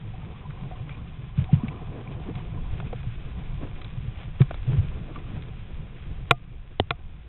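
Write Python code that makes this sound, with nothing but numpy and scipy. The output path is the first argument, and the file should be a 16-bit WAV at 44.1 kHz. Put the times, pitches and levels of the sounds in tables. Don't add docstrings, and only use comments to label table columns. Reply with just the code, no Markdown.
import sys
import numpy as np
from scipy import signal
from scipy.fft import rfft, irfft, next_fast_len
from scipy.io import wavfile
from scipy.ndimage import uniform_filter1d, map_coordinates

SR = 44100
rng = np.random.default_rng(int(sys.argv[2]) if len(sys.argv) > 2 else 0)


def digitize_waveform(pressure):
    field = np.atleast_2d(pressure).T
    bounded = np.clip(field, -1, 1)
    quanta = np.round(bounded * 32767).astype(np.int16)
    wavfile.write(sys.argv[1], SR, quanta)


N = 321048


def amp(db):
    return 10 ** (np.asarray(db) / 20)


def unit(x):
    return x / np.sqrt(np.mean(x ** 2) + 1e-20)


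def seconds(length):
    return np.arange(length) / SR


def add(track, t_s, sound):
    part = track[round(t_s * SR):][:len(sound)]
    part += sound[:len(part)]


def curve(points):
    return np.interp(seconds(N), *np.transpose(points))


def bell(t_s, half_s):
    return np.exp(-np.minimum(((seconds(N) - t_s) / half_s) ** 2, 20))


def wobble(rate_hz):
    knots = rng.standard_normal(int(N * rate_hz / SR) + 4)
    return map_coordinates(knots, [seconds(N) * rate_hz])


def filtered(x, response):
    m = next_fast_len(N + SR // 2)
    f_hz = np.fft.rfftfreq(m, 1 / SR)
    return irfft(rfft(x, m) * response(f_hz), m)[:N]


def coloured(x, spectrum):
    f, db = np.transpose(spectrum)
    return unit(filtered(x, lambda hz: amp(np.interp(np.log(hz + 1), np.log(f), db))))


def low_pass(x, edge_hz, order):
    return filtered(x, lambda hz: 1 / np.sqrt(1 + (hz / edge_hz) ** (2 * order)))


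def eddies(depth_db, rate_hz):
    return unit(amp(depth_db * wobble(rate_hz)) * rng.standard_normal(N))


def specks(rate_hz, spread_db):
    size_db = spread_db * np.minimum(rng.exponential(size=N), 3)
    sizes = amp(size_db) * rng.choice([-1, 1], N)
    return unit(sizes * (rng.random(N) < rate_hz / SR))


# t/s, level/dB
HEAVE = [(0, -5), (.9, -4.5), (2.25, -1), (2.75, 3), (4.15, 1.5), (4.6, 4.5), (5.6, 0.5), (6.25, 1),
         (7.28, 3)]


def swell():
    return curve(HEAVE)


# t/s, level/dB
FLOW_DRIFT = [(0, 0), (.55, 0), (1.3, -2), (1.7, 7.5), (2.2, 8), (2.55, 2.5), (3.1, 2), (4.3, -0.5),
              (4.58, -2), (4.85, 6), (5.3, 5), (5.65, -0.5), (6.2, 0.5), (7.28, -2)]
# t/s, level/dB, half length/s
FLOW_SURGES = [(.68, 2.5, 0.076), (3.633, 11.5, 0.027), (4.72, 12, 0.044), (5.385, 7, 0.031),
               (7.183, 7.5, 0.028)]


def current():
    return curve(FLOW_DRIFT) + sum(db * bell(t, half) for t, db, half in FLOW_SURGES)


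# f/Hz, level/dB per Hz
RUMBLE_COLOUR = [(5, -24), (14, -2.5), (24, 0), (42, -7), (70, -6.5), (110, -16.5), (300, -73.5)]
RUMBLE_CALM_DB = -35.5


def rumble(swell_db):
    return amp(RUMBLE_CALM_DB + swell_db) * coloured(eddies(depth_db=1.5, rate_hz=9), RUMBLE_COLOUR)


# f/Hz, level/dB per Hz
GURGLE_COLOUR = [(40, -31.5), (75, -15), (105, -2.5), (135, -1.5), (165, -5), (210, -15.5), (300, -37.5),
                 (700, -70.5)]
GURGLE_CALM_DB = -39.5
GURGLE_DB_PER_FLOW_DB, GURGLE_DB_PER_SWELL_DB = 0.57, 0.16


def gurgle(flow_db, swell_db):
    level_db = GURGLE_CALM_DB + GURGLE_DB_PER_FLOW_DB * flow_db + GURGLE_DB_PER_SWELL_DB * swell_db
    return amp(level_db) * coloured(eddies(depth_db=3.0, rate_hz=20), GURGLE_COLOUR)


# f/Hz, level/dB per Hz
WASH_COLOUR = [(110, -30.5), (210, 2.5), (300, -0.5), (450, -3), (620, -9.5), (900, -18), (1200, -19.5),
               (1600, -22.5), (4000, -42)]
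WASH_CALM_DB = -51.5


def wash(flow_db):
    return amp(WASH_CALM_DB + flow_db) * coloured(eddies(depth_db=3.0, rate_hz=35), WASH_COLOUR)


# f/Hz, width/Hz, level/dB
HOLLOW_MODES = [(736, 77, 1.5), (1034, 60, 0.5), (1180, 77, -6)]
# t/s, level/dB
TRICKLE_LEVEL = [(0, -60), (.3, -57.5), (.8, -57.5), (1.25, -60.5), (1.55, -51.5), (2.75, -55), (3.15, -61),
                 (3.6, -55.5), (4.1, -61.5), (5.1, -56.5), (5.6, -62), (7.28, -59.5)]


def hollow_response(f_hz):
    total = 0
    for k, (centre, width, db) in enumerate(HOLLOW_MODES):
        damping = 1j * f_hz * width
        total = total + (-1) ** k * amp(db) * damping / (centre * centre - f_hz * f_hz + damping)
    return total


def trickle():
    drive = eddies(depth_db=4.0, rate_hz=24) + specks(rate_hz=93, spread_db=-1.0)
    return amp(curve(TRICKLE_LEVEL)) * unit(filtered(drive, hollow_response))


# f/Hz, level/dB per Hz
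HISS_COLOUR = [(100, -7), (500, -3.5), (1400, 1.5), (2000, 0), (2450, 4), (2900, -0.5), (3400, 0.5),
               (3700, -4.5), (4100, -13)]
HISS_CALM_DB = -53.5
HISS_DB_PER_FLOW_DB, HISS_DB_PER_SWELL_DB = 0.089, 0.42


def hiss(flow_db, swell_db):
    level_db = HISS_CALM_DB + HISS_DB_PER_FLOW_DB * flow_db + HISS_DB_PER_SWELL_DB * swell_db
    crackle = amp(-6) * specks(rate_hz=140, spread_db=3.5)
    return amp(level_db) * coloured(eddies(depth_db=1.22, rate_hz=35) + crackle, HISS_COLOUR)


def water():
    flow_db, swell_db = current(), swell()
    low = rumble(swell_db) + gurgle(flow_db, swell_db)
    return low + wash(flow_db) + trickle() + hiss(flow_db, swell_db)


def bubbles(table, glide, rough):
    track, t = np.zeros(N), seconds(SR // 5)
    for t_s, db, f_hz, swell_s in table:
        age = t / max(swell_s, 1e-3)
        envelope = age * np.exp(1 - age)
        tremble = unit(uniform_filter1d(rng.standard_normal(len(t)), size=60))
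        pitch_hz = f_hz * (1 + glide * np.tanh(age / 4) + rough * tremble)
        phase = 2 * np.pi * np.cumsum(pitch_hz) / SR
        add(track, t_s, amp(db) * envelope * np.sin(phase))
    return track


# t/s, peak level/dB, f/Hz, swell/s
AIR_POCKETS = [(.805, -25.5, 120, .008), (1.378, -14, 146.3, 0.011), (1.38, -21, 85.5, 0.013),
               (1.394, -18, 145, 0.0097), (1.417, -17.5, 138.5, 0.0058), (1.530, -6, 149.5, 0.0054),
               (1.534, -18, 95.7, 0.013), (1.566, -20, 141, 0.0063), (1.634, -18.5, 224, 0.004),
               (1.646, -24.5, 126, 0.0036), (1.682, -23, 129, 0.006), (2.285, -27, 284, 0.004),
               (2.725, -22.5, 97.5, 0.0068), (3.068, -20.5, 114, 0.0061), (3.97, -22.5, 119.6, 0.0085),
               (4.081, -22, 111, 0.0052), (4.404, -19, 362, 0.0029), (4.4068, -3.5, 131.2, 0.0068),
               (4.674, -16, 129.2, 0.016), (4.726, -14, 141, 0.013), (4.768, -18, 137.4, 0.016),
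               (4.784, -8, 99, 0.0064)]


def glugs():
    return bubbles(AIR_POCKETS, glide=-0.018, rough=0.027)


def struck(blows, modes, rise_s, crack_db, crack_t60_s):
    track, t = np.zeros(N), seconds(SR // 4)
    ring = np.zeros(len(t))
    for k, (f_hz, db, t60_s) in enumerate(modes):
        ring += (-1) ** k * amp(db - 60 * t / t60_s) * np.sin(2 * np.pi * f_hz * t)
    onset = 1 - np.exp(-t / rise_s)
    for t_s, db in blows:
        crack = amp(crack_db - 60 * t / crack_t60_s) * rng.standard_normal(len(t))
        add(track, t_s, amp(db) * (ring + crack) * onset)
    return track


# t/s, level/dB
CLICK_BLOWS = [(6.3098, 16.5), (6.9066, 6)]
# f/Hz, level/dB, t60/s
CASE_MODES = [(131, -21, 0.1), (330, -27.5, 0.048), (460, -19, 0.036), (700, -20.5, 0.062),
              (770, -27.5, 0.051), (1113, -7.5, 0.018), (1210, -49, 0.18), (1365, -5, 0.016),
              (1580, -23.5, 0.006), (1714, -18, 0.016), (2075, -15.5, .022), (2400, -8, 0.015),
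              (2720, -10, 0.0085), (3495, -6, 0.0082), (3850, -15, 0.0034)]


def clicks():
    return struck(CLICK_BLOWS, CASE_MODES, rise_s=0.0019, crack_db=-5.0, crack_t60_s=0.015)


# t/s, level/dB
KNOCK_BLOWS = [(6.7988, 8)]
# f/Hz, level/dB, t60/s
THUD_MODES = [(92.4, -16.5, 0.14), (237, -14, 0.033), (398, -8.5, 0.021), (740, -7, 0.014),
              (1470, -30.5, 0.015), (1920, -18, 0.012), (2974, -9, 0.0083), (3380, -1.5, 0.003)]


def knocks():
    return struck(KNOCK_BLOWS, THUD_MODES, rise_s=0.00025, crack_db=-14, crack_t60_s=0.01)


# t/s, peak level/dB, f/Hz, swell/s
SMALL_BUBBLES = [(.136, -44, 765, 0.006), (.225, -47, 880, 0.0056), (.45, -42, 993, 0.0064),
                 (.715, -39.5, 724, 0.0085), (.905, -44.5, 2325, 0.0077), (.945, -45, 2390, 0.0033),
                 (1.491, -34.5, 736, 0.0048), (1.60, -43, 980, 0.0072), (2.075, -38.5, 2340, 0.0014),
                 (2.825, -38, 730, 0.0029), (2.871, -43, 2440, 0.002), (2.929, -29, 481, 0.0036),
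                 (5.155, -37, 1160, 0.0061)]


def blips():
    return bubbles(SMALL_BUBBLES, glide=0.025, rough=0.022)


STRAY_OVER_TRICKLE_DB, STRAY_SPREAD_DB = 3.5, 3
STRAY_DETUNE_SHARE, STRAY_SWELL_S = .04, 0.0033


def strays(count):
    when, which = rng.random((count, 2)).T
    size, detune = rng.standard_normal((count, 2)).T
    t_s = when * N / SR
    trickle_db = np.interp(t_s, *np.transpose(TRICKLE_LEVEL))
    db = trickle_db + STRAY_OVER_TRICKLE_DB + STRAY_SPREAD_DB * size
    mode = (which * len(HOLLOW_MODES)).astype(int)
    f_hz = np.array(HOLLOW_MODES)[mode, 0] * np.exp(STRAY_DETUNE_SHARE * detune)
    return bubbles(zip(t_s, db, f_hz, [STRAY_SWELL_S] * count), glide=.03, rough=.02)


# t/s, level/dB, half length/s
LONE_PUFFS = [(.77, -56, .04), (.92, -51.5, 0.032), (1.42, -62, .07), (2.39, -50.5, 0.026),
              (2.76, -54, 0.061), (4.2, -47, 0.057), (4.74, -54, 0.041), (5.16, -54, 0.019)]
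# f/Hz, level/dB per Hz
FIZZ_COLOUR = [(200, -8), (600, 4.5), (1000, 1), (1400, -1.5), (1900, -3), (2400, 0.5), (2850, 0),
               (3250, -2), (4000, -12.5)]
PUFF_OVER_GLUG_DB, PUFF_HALF_S, PUFF_LAG_S = -39.5, .02, 0.0046


def fizz():
    glug_puffs = [(t + PUFF_LAG_S, db + PUFF_OVER_GLUG_DB, PUFF_HALF_S) for t, db, _, _ in AIR_POCKETS]
    cloud = sum(amp(db) * bell(t, half) for t, db, half in LONE_PUFFS + glug_puffs)
    return cloud * coloured(specks(rate_hz=1500, spread_db=3.5), FIZZ_COLOUR)


# t/s, level/dB, f/Hz, fall to either side/dB per octave
TICK_EVENTS = [(0.310, -45, 800, 23), (0.505, -47.5, 1250, 9.5), (0.712, -39, 440, 16),
               (0.893, -42.5, 1700, 10), (1.442, -49, 2240, 4.5), (1.682, -36.5, 2160, 25),
               (2.353, -47.5, 2370, 4.5), (2.801, -34.5, 750, 8), (2.929, -35, 440, 7),
               (3.815, -45.5, 1500, 2.5), (3.845, -45, 3000, 4), (4.405, -38.5, 450, 6),
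               (4.416, -31.5, 900, 5.5), (4.509, -26, 600, 11), (4.542, -49.5, 2930, -3),
               (4.73, -40.5, 1000, 13), (5.159, -34.5, 1530, 21), (5.422, -49, 2680, 5)]
# low edge f/Hz, high edge f/Hz
CASE_PASSBANDS = [(300, 760), (980, 1630), (2050, 2620), (3150, 3850)]
TICK_T60_S = 0.028


def ticks(rise_s, gain_db):
    track, t = np.zeros(N), seconds(SR // 10)
    shape = amp(-60 * t / TICK_T60_S) * (1 - np.exp(-t / rise_s))
    for t_s, db, f_hz, fall_db in TICK_EVENTS:
        for edges_hz in CASE_PASSBANDS:
            octaves = abs(np.mean(np.log2(edges_hz)) - np.log2(f_hz))
            band = signal.butter(2, edges_hz, "bandpass", fs=SR, output="sos")
            crack = signal.sosfilt(band, shape * rng.standard_normal(len(t)))
            add(track, t_s, amp(db + gain_db - fall_db * octaves) * unit(crack))
    return track


def scene():
    air = glugs() + blips() + strays(count=110) + fizz()
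    case = clicks() + knocks() + ticks(rise_s=0.00018, gain_db=-11.5)
    return (water() + air + case)[None]


def gain_control(x, threshold_db, sag_db_per_s):
    power = np.abs(uniform_filter1d(x ** 2, size=150))
    over_db = np.maximum(10 * np.log10(power + 1e-12) - threshold_db, 0)
    sag_db = sag_db_per_s * seconds(N)
    cut_db = np.maximum.accumulate(over_db - sag_db) + sag_db
    return x * amp(-cut_db)


CLIP_TOP = .72
TOP_HZ = 16000


def clipped(x, hardness):
    return x / (1 + np.abs(x / CLIP_TOP) ** hardness) ** (1 / hardness)


def record(dry):
    x = low_pass(dry[0], edge_hz=3968, order=40)
    x = gain_control(x, threshold_db=-7.5, sag_db_per_s=0.26)
    x = clipped(x, hardness=14)
    return low_pass(x, TOP_HZ, order=150)[None]


dry = scene()
out = record(dry)
digitize_waveform(out)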